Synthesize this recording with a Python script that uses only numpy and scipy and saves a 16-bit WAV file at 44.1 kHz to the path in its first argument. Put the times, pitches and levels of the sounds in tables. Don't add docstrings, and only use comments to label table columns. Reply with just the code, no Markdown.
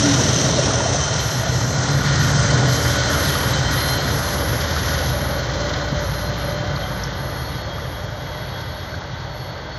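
import sys
import numpy as np
from scipy import signal
from scipy.fft import rfft, irfft
from scipy.io import wavfile
from scipy.ndimage import uniform_filter1d, map_coordinates

SR = 44100
rng = np.random.default_rng(int(sys.argv[2]) if len(sys.argv) > 2 else 0)


def unload_wav(signal):
    wavfile.write(
        sys.argv[1],
        SR,
        np.round(np.clip(np.atleast_2d(signal).T, -1, 1) * 32767).astype(np.int16),
    )


N = 431298
TIME = np.arange(N) / SR
TOP_HZ = 11800
FRAME, HOP = 1024, 256

# time in seconds, level in dB.
LEVEL = [(0, -31), (.8, -32.5), (1.3, -32), (2.2, -28), (3.1, -27), (4.3, -30), (5.5, -31), (6.6, -34),
         (8, -37.5), (9.78, -40)]
# time in seconds, rate in Hz.
TOOTH_RATE = [(0, 283.1), (1.7, 281.7), (8, 301.3), (9.78, 305.8)]
# time in seconds, rate in Hz.
BLOWER_RATE = [(0, 1029), (.5, 1036), (1.2, 1036), (1.7, 1031), (3.9, 1040.5), (6.1, 1040), (6.6, 1047),
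               (7, 1066), (7.6, 1084), (8.5, 1096), (9.78, 1104)]


def undb(db):
    return 10 ** (np.asarray(db) / 20)


def columns(table, at=TIME):
    s, *rest = np.transpose(table)
    return [np.interp(at, s, column) for column in rest]


def walk(rate, size=N, per_s=SR):
    knots = rng.standard_normal(int(N / SR * rate) + 3)
    coarse = np.linspace(0, size, 8000)
    smooth = map_coordinates(knots, [coarse / per_s * rate], order=3)
    return np.interp(np.arange(size), coarse, smooth)


def tone(turns, db, waver_db, slip, rate):
    gain = np.sqrt(2) * undb(db + waver_db * walk(rate))
    return gain * np.sin(2 * np.pi * (turns + slip * walk(rate)))


def swell(db, peak_s, rise, fall):
    before_s = np.maximum(peak_s - TIME, 0)
    after_s = np.maximum(TIME - peak_s, 0)
    return columns(LEVEL)[0] + db - rise * before_s - fall * after_s


def alongside(s, gone_s):
    return np.clip(1 - s / gone_s, 0, .5) * 2


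def eased():
    start_s, ease_s = 5.95, 1.15
    return 1 - np.exp(-(np.maximum(TIME - start_s, 0) / ease_s) ** 2)


def coloured(points):
    hz = np.maximum(np.arange(N // 2 + 1) * SR / N, 1)
    point_hz, point_db = np.transpose(points)
    db = np.interp(np.log(hz), np.log(point_hz), point_db)
    return irfft(rfft(rng.standard_normal(N)) * undb(db), N)


def frames(x):
    return signal.stft(x, SR, nperseg=FRAME, noverlap=FRAME - HOP)


def unframe(z):
    return signal.istft(z, SR, nperseg=FRAME, noverlap=FRAME - HOP)[1][:N]


def humps(hz, table, scale=1):
    return sum(lift_db / (1 + (2 * (hz - f * scale) / width) ** 2) for f, width, lift_db in table)


def ragged(hz, s, spread_hz):
    patches = rng.standard_normal((len(hz) // 5 + 1, len(s) // 5 + 1))
    return spread_hz * np.kron(patches, np.ones((5, 5)))[:len(hz), :len(s)]


def knocks(table, cycles, echoes):
    out = np.zeros(N)
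    for s, db, hz in table:
        near = slice(max(int(s * SR) - SR // 20, 0), int(s * SR) + SR // 10)
        for lag_s, echo_db in echoes:
            t = TIME[near] - s - lag_s - cycles / hz
            envelope = np.exp(-(t * hz / cycles * 2) ** 2)
            out[near] += undb(db + echo_db) * envelope * np.cos(2 * np.pi * hz * t)
    return out


def engine(rate, cycle):
    # dB over the train's level at the peak, peak in seconds, rise and fall in dB/s.
    low_swells = [(2, 5.2, 2.8, 1.3), (1, 5.2, 2.2, 2.9), (0, 1.1, 1.1, 2.6)]
    # time in seconds, lower and upper level in dB.
    boom_tones = [(0, -26, -35), (.5, -29, -34.5), (1.1, -36, -33), (1.6, -23.5, -45), (1.9, -26.5, -21),
                  (2.3, -36, -20.5), (2.65, -15.5, -37), (2.9, -33, -42), (3.3, -38, -27),
                  (3.6, -29, -28.5), (4.6, -45, -37.5), (5.8, -40, -32.5), (6.5, -46, -49.5),
                  (9.78, -53.5, -61)]
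    # order of the cycle, relative level in dB.
    stack_orders = [(14, -11.5), (16, -6.5), (20, -10.5), (22, -5), (23, -7), (25, -11.5), (27, -9.5),
                    (28, -12.5), (29, -10.5), (32, -5.5)]
    # time in seconds, level in dB.
    boom = [(0, -26), (0.25, -18), (0.6, -27), (1.2, -24.5), (1.9, -17), (2.7, -17), (2.95, -29),
            (3.6, -25), (4.1, -26), (5.5, -28), (7, -22.5), (8, -29), (9.78, -30)]
    silencer_hz = 147.5
    beat = cycle - 0.1289
    low = 0
    for order, row in zip((9, 12, 18), low_swells):
        low = low + tone(order * beat, swell(*row), .17 * order, .003 * order, 3)
    for order, db in zip((19, 21), columns(boom_tones)):
        low = low + tone(order * beat, db, 1.5, .05, 5)
    stack = 0
    for order, db in stack_orders:
        start = rng.random() * (order % 3 > 0)
        damped_db = db - 0.12 * np.maximum(order * rate - silencer_hz, 0)
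        stack = stack + tone(order * beat + start, damped_db, 2.4, 0.12, 4)
    return low + stack * undb(columns(boom)[0] - 7.5)


def gear_whine():
    # time in seconds, level in dB, octave level in dB.
    gear_tones = [(.1, -25, -44), (.3, -41, -44), (.9, -34, -36), (1.2, -45, -50), (1.7, -35.5, -50.5),
                  (2.2, -39.5, -45), (2.6, -32, -35), (3.1, -33.5, -33), (3.4, -40.5, -49),
                  (4.3, -42.5, -37), (5.1, -49, -41.5), (5.4, -47, -35.5), (6.7, -44, -36),
                  (7.4, -53.5, -47), (8.55, -60, -42.5), (9.78, -56, -48.5)]
    # dB over the train's level at the peak, peak in seconds, rise and fall in dB/s.
    gear_swells = [(-5.5, 6.75, 38, 23), (-9, 8.8, 4.5, 2), (-9, 7.2, 9.7, 8.7), (-13.5, 1.6, 2.4, .1),
                   (-7.5, 2.9, 2.8, 6.5)]
    turns = np.cumsum(columns(TOOTH_RATE)[0]) / SR
    levels = columns(gear_tones) + [swell(*row) for row in gear_swells]
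    multiples = (1, 2, 2.5, 3, 4, 5, 5.197)
    return sum(tone(k * turns, db, waver_db=2.6, slip=.1, rate=13) for k, db in zip(multiples, levels))


def blower_whine():
    # dB over the train's level at the peak, peak in seconds, rise and fall in dB/s.
    blower_swells = [(-15, 5.2, 1, 0.15), (-13, 5.1, 0.78, 0.17)]
    # time in seconds, lift of the lower and of the upper tone in dB.
    blower_sings = [(0, 4, 4), (1, 12, 7), (1.7, 0, 4.5), (2.7, 3.5, 2.5), (3.1, 4.5, 3.5), (3.6, 5, -2),
                    (3.9, 10, 10.5), (4.5, -22, -6), (5.3, -4, -0.5), (5.9, -1, 3), (6.4, -2.5, 3),
                    (6.8, 5, 1.5), (7.1, -2, -0.5), (7.45, 1, 6.5), (8.1, 6, -3), (8.65, 4, 4), (9, 1, -1),
                    (9.4, 3, 6.5)]
    turns = np.cumsum(columns(BLOWER_RATE)[0]) / SR
    out = 0
    for k, row, lift_db in zip((3, 4), blower_swells, columns(blower_sings)):
        out = out + tone(k * turns, swell(*row) + lift_db, waver_db=3.2, slip=.3, rate=24)
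    return out


def puffing(cycle, width, depth):
    # place in the cycle from 0 to 1, relative size in dB.
    puff_places = [(.07, -0.5), (.26, 4.5), (.42, 5), (.61, 3.5), (.77, 4.5), (.95, 6)]
    scatter = rng.standard_normal((80, len(puff_places)))
    gate = 0
    for k, (place, db) in enumerate(puff_places):
        nearest = np.round(cycle - place)
        size = undb(db + 2.4 * scatter[nearest.astype(int) + 1, k])
        gate = gate + size * np.exp(-((cycle - place - nearest) / width) ** 2)
    gain = 1 + depth * gate * (1 - .5 * eased())
    return gain / np.sqrt(uniform_filter1d(gain ** 2, SR))


def roar(cycle):
    # frequency in Hz, level in dB.
    colour = [(28, -31), (69, -1.5), (127, 3.5), (218, -5), (600, -5.5), (1060, -14.5), (2000, -23),
              (2610, -34.5), (3100, -27.5), (4250, -27), (4700, -29), (6200, -28), (7800, -43.5),
              (8400, -40), (9500, -49.5)]
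    # centre in Hz, dB over the train's level,
    # drift with distance in dB/s, lift alongside in dB, time in seconds by which that lift is gone.
    regions = [(60, -4, 0.96, 5.5, 2.6), (272, -3, -0.1, 9, 1.03), (704, -4.5, 0.62, 6, 2.02),
               (1550, -1.2, 0.09, 1.8, 1.4), (3860, -6, 0.47, 8, 1.67), (6200, 0, -1.16, 3, 1.6)]
    # starting frequency in Hz, width in Hz, lift in dB.
    rail = [(537, 19, 9), (1430, 75, 6), (1887, 99, 4.5), (272, 61, 4.5)]
    # frequency in Hz, width in Hz, lift or dip in dB.
    flank = [(638, 28, 10), (2650, 310, 5), (5830, 850, 5), (4730, 510, -5.5)]
    # starting frequency in Hz, width in Hz, lift in dB.
    blower_air = [(3140, 110, 3), (4200, 100, 1), (6175, 60, 5)]
    # time in seconds, frequency in Hz.
    edge = [(0, 9980), (1.5, 8290), (3.5, 8580), (4.2, 8200), (4.7, 7560), (6, 7400), (9.78, 6970)]
    calms_by_s = 20
    gas_drop_s, gas_drop_db = 5.1, 2.5

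    hz, s, z = frames(coloured(colour))
    centre_hz, over_db, drift, lift_db, gone_s = np.transpose(regions)[:, :, None]
    wanted_db = columns(LEVEL, s)[0] + over_db + drift * s + lift_db * alongside(s, gone_s)
    borders = np.searchsorted(hz, [30, 120, 420, 1100, 2500, 4800, 7000])
    power = np.mean(abs(z) ** 2, axis=1)
    own_db = [10 * np.log10(np.sum(power[a:b])) for a, b in zip(borders, borders[1:])]
    flicker = np.array([walk(11, size=len(s), per_s=SR / HOP) for _ in regions])
    surge = np.array([walk(3.52, size=len(s), per_s=SR / HOP) for _ in regions])
    unrest_db = (1.1 * flicker + 0.8 * surge) * (1 - s / calms_by_s)
    region_db = wanted_db - np.array(own_db)[:, None] + unrest_db

    place = np.interp(np.log(hz + 1), np.log(centre_hz[:, 0]), np.arange(len(regions)))
    grid = np.meshgrid(place, np.arange(len(s)), indexing="ij")
    db = map_coordinates(region_db, grid, order=1)
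    hz = hz[:, None]
    speed = columns(TOOTH_RATE, s)[0] / TOOTH_RATE[0][1]
    blower_speed = columns(BLOWER_RATE, s)[0] / BLOWER_RATE[0][1]
    db = db + humps(hz, rail, speed) + humps(hz, blower_air, blower_speed)
    db = db + humps(hz, flank) * alongside(s, gone_s=2.04)
    edge_hz = columns(edge, s)[0]
    z = z * undb(db) * (hz < edge_hz + ragged(hz, s, .16 * (edge_hz - 6700)))

    gas = np.clip((hz - 900) / 2500, 0, 1)
    dropped = np.clip((TIME - gas_drop_s) * 5, 0, 1)
    gas_gain = puffing(cycle, width=0.067, depth=0.3) * undb(-gas_drop_db * dropped)
    return unframe(z * (1 - gas)) + unframe(z * gas) * gas_gain


def sizzle():
    # start in seconds, end in seconds, nominal level in dB.
    sizzle_swells = [(0, 0.543, -54), (1.18, 1.48, -45.5), (1.445, 1.76, -51), (1.908, 2.084, -49.5),
                     (2.193, 2.324, -46.5), (2.675, 2.982, -41.5), (3.09, 3.535, -38), (3.71, 3.982, -37),
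                     (3.99, 4.72, -40.5), (4.643, 5.408, -42.5), (6.001, 6.303, -47), (6.366, 6.559, -48.5),
                     (6.747, 7.078, -50.5), (7.13, 7.627, -49.5), (7.724, 8.057, -52.5),
                     (8.067, 9.007, -55), (9.327, 9.514, -56)]
    hz, s, z = frames(coloured([(9000, -5.5), (10500, 1.0), (11600, 10.5)]))
    top = z[(hz > 11000) & (hz < TOP_HZ)]
    z = z / np.sqrt(np.sum(np.mean(abs(top) ** 2, axis=1)))
    depth_hz = 0 * s
    db = np.interp(s, [2.5, 2.7, 9.8], [-120, -53, -66])
    for start, end, swell_db in sizzle_swells:
        reach = np.clip(1 - (2 * (s - start) / (end - start) - 1) ** 4, 0, 1)
        depth_hz = np.maximum(depth_hz, reach * 85 * (swell_db + 61.5))
        db = np.where(reach > 0, swell_db + 6 * (reach - .7), db)
    hz = hz[:, None]
    above = hz > 11500 - depth_hz + ragged(hz[:, 0], s, 220)
    return unframe(z * undb(db) * above * (hz < TOP_HZ))


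def scattered(count, until_s, low_hz, high_hz, over_db, spread_db):
    when, pitch, size = rng.random((count, 3)).T
    s = when * until_s
    db = columns(LEVEL, s)[0] + over_db - spread_db * size
    return np.transpose([s, db, low_hz * (high_hz / low_hz) ** pitch])


def clatter():
    # start in seconds, peak in dB, frequency in Hz.
    clanks = [(.578, -15, 576), (.703, -16.5, 1280), (.8, -16.5, 950), (.853, -14.5, 677), (.94, -20, 700),
              (1.461, -20, 690), (1.851, -22, 1430), (3.05, -17, 1470), (3.15, -22, 1430),
              (3.35, -15.5, 1240), (4.76, -16.5, 1320), (7.677, -32, 1210), (7.779, -26, 1210),
              (8.938, -21, 1550)]
    # start in seconds, level in dB before the echo gains, frequency in Hz.
    rattles = [(.0368, -15, 5500), (.1845, -17, 5900), (.3596, -11, 6130), (.5077, -12, 6090),
               (.7322, -17, 6330), (.7547, -14, 5960), (1.0345, -14, 6130), (3.5344, -17, 3970),
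               (5.39, -25, 4350), (6.83, -28, 3150)]
    patter = scattered(count=300, until_s=9.6, low_hz=450, high_hz=2100, over_db=5, spread_db=6)
    close = scattered(count=260, until_s=1.15, low_hz=400, high_hz=1600, over_db=6, spread_db=7)
    low = knocks([*clanks, *patter, *close], cycles=7, echoes=((0.00037, 0.0031),))
    bright = knocks(rattles, cycles=21.82, echoes=((0, -0.5), (.007, -11), (.016, -15)))
    return low + bright


def ticks():
    # start in seconds, level in dB before the echo gains, frequency in Hz.
    tick_rows = [(5.7367, -27.5, 3890), (6.76, -31, 4300), (7.0357, -26.5, 5550)]
    return knocks(tick_rows, cycles=4.74, echoes=((0, 9.6), (.003, 10), (.0058, 3)))


def thump():
    # start in seconds, peak in dB, frequency in Hz.
    blows = [(5.921, -11, 151), (5.943, -20, 128), (5.963, -16, 89)]
    return knocks(blows, cycles=0.83, echoes=((0.0023, 0),))


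def scene():
    full_cycles_s, sag_cycles_s2, eased_cycles_s = 6.69, .008, .83
    rate = full_cycles_s - sag_cycles_s2 * TIME - eased_cycles_s * eased()
    cycle = np.cumsum(rate) / SR
    sound = engine(rate, cycle) + gear_whine() + blower_whine() + roar(cycle)
    sound = sound + sizzle() + clatter() + ticks() + thump()
    return np.array([sound, sound])


def record(dry):
    thin = signal.sosfilt(signal.butter(2, 35, "high", fs=SR, output="sos"), dry)
    return signal.sosfilt(signal.ellip(10, .2, 80, TOP_HZ, fs=SR, output="sos"), thin)


dry = scene()
out = record(dry)
unload_wav(out)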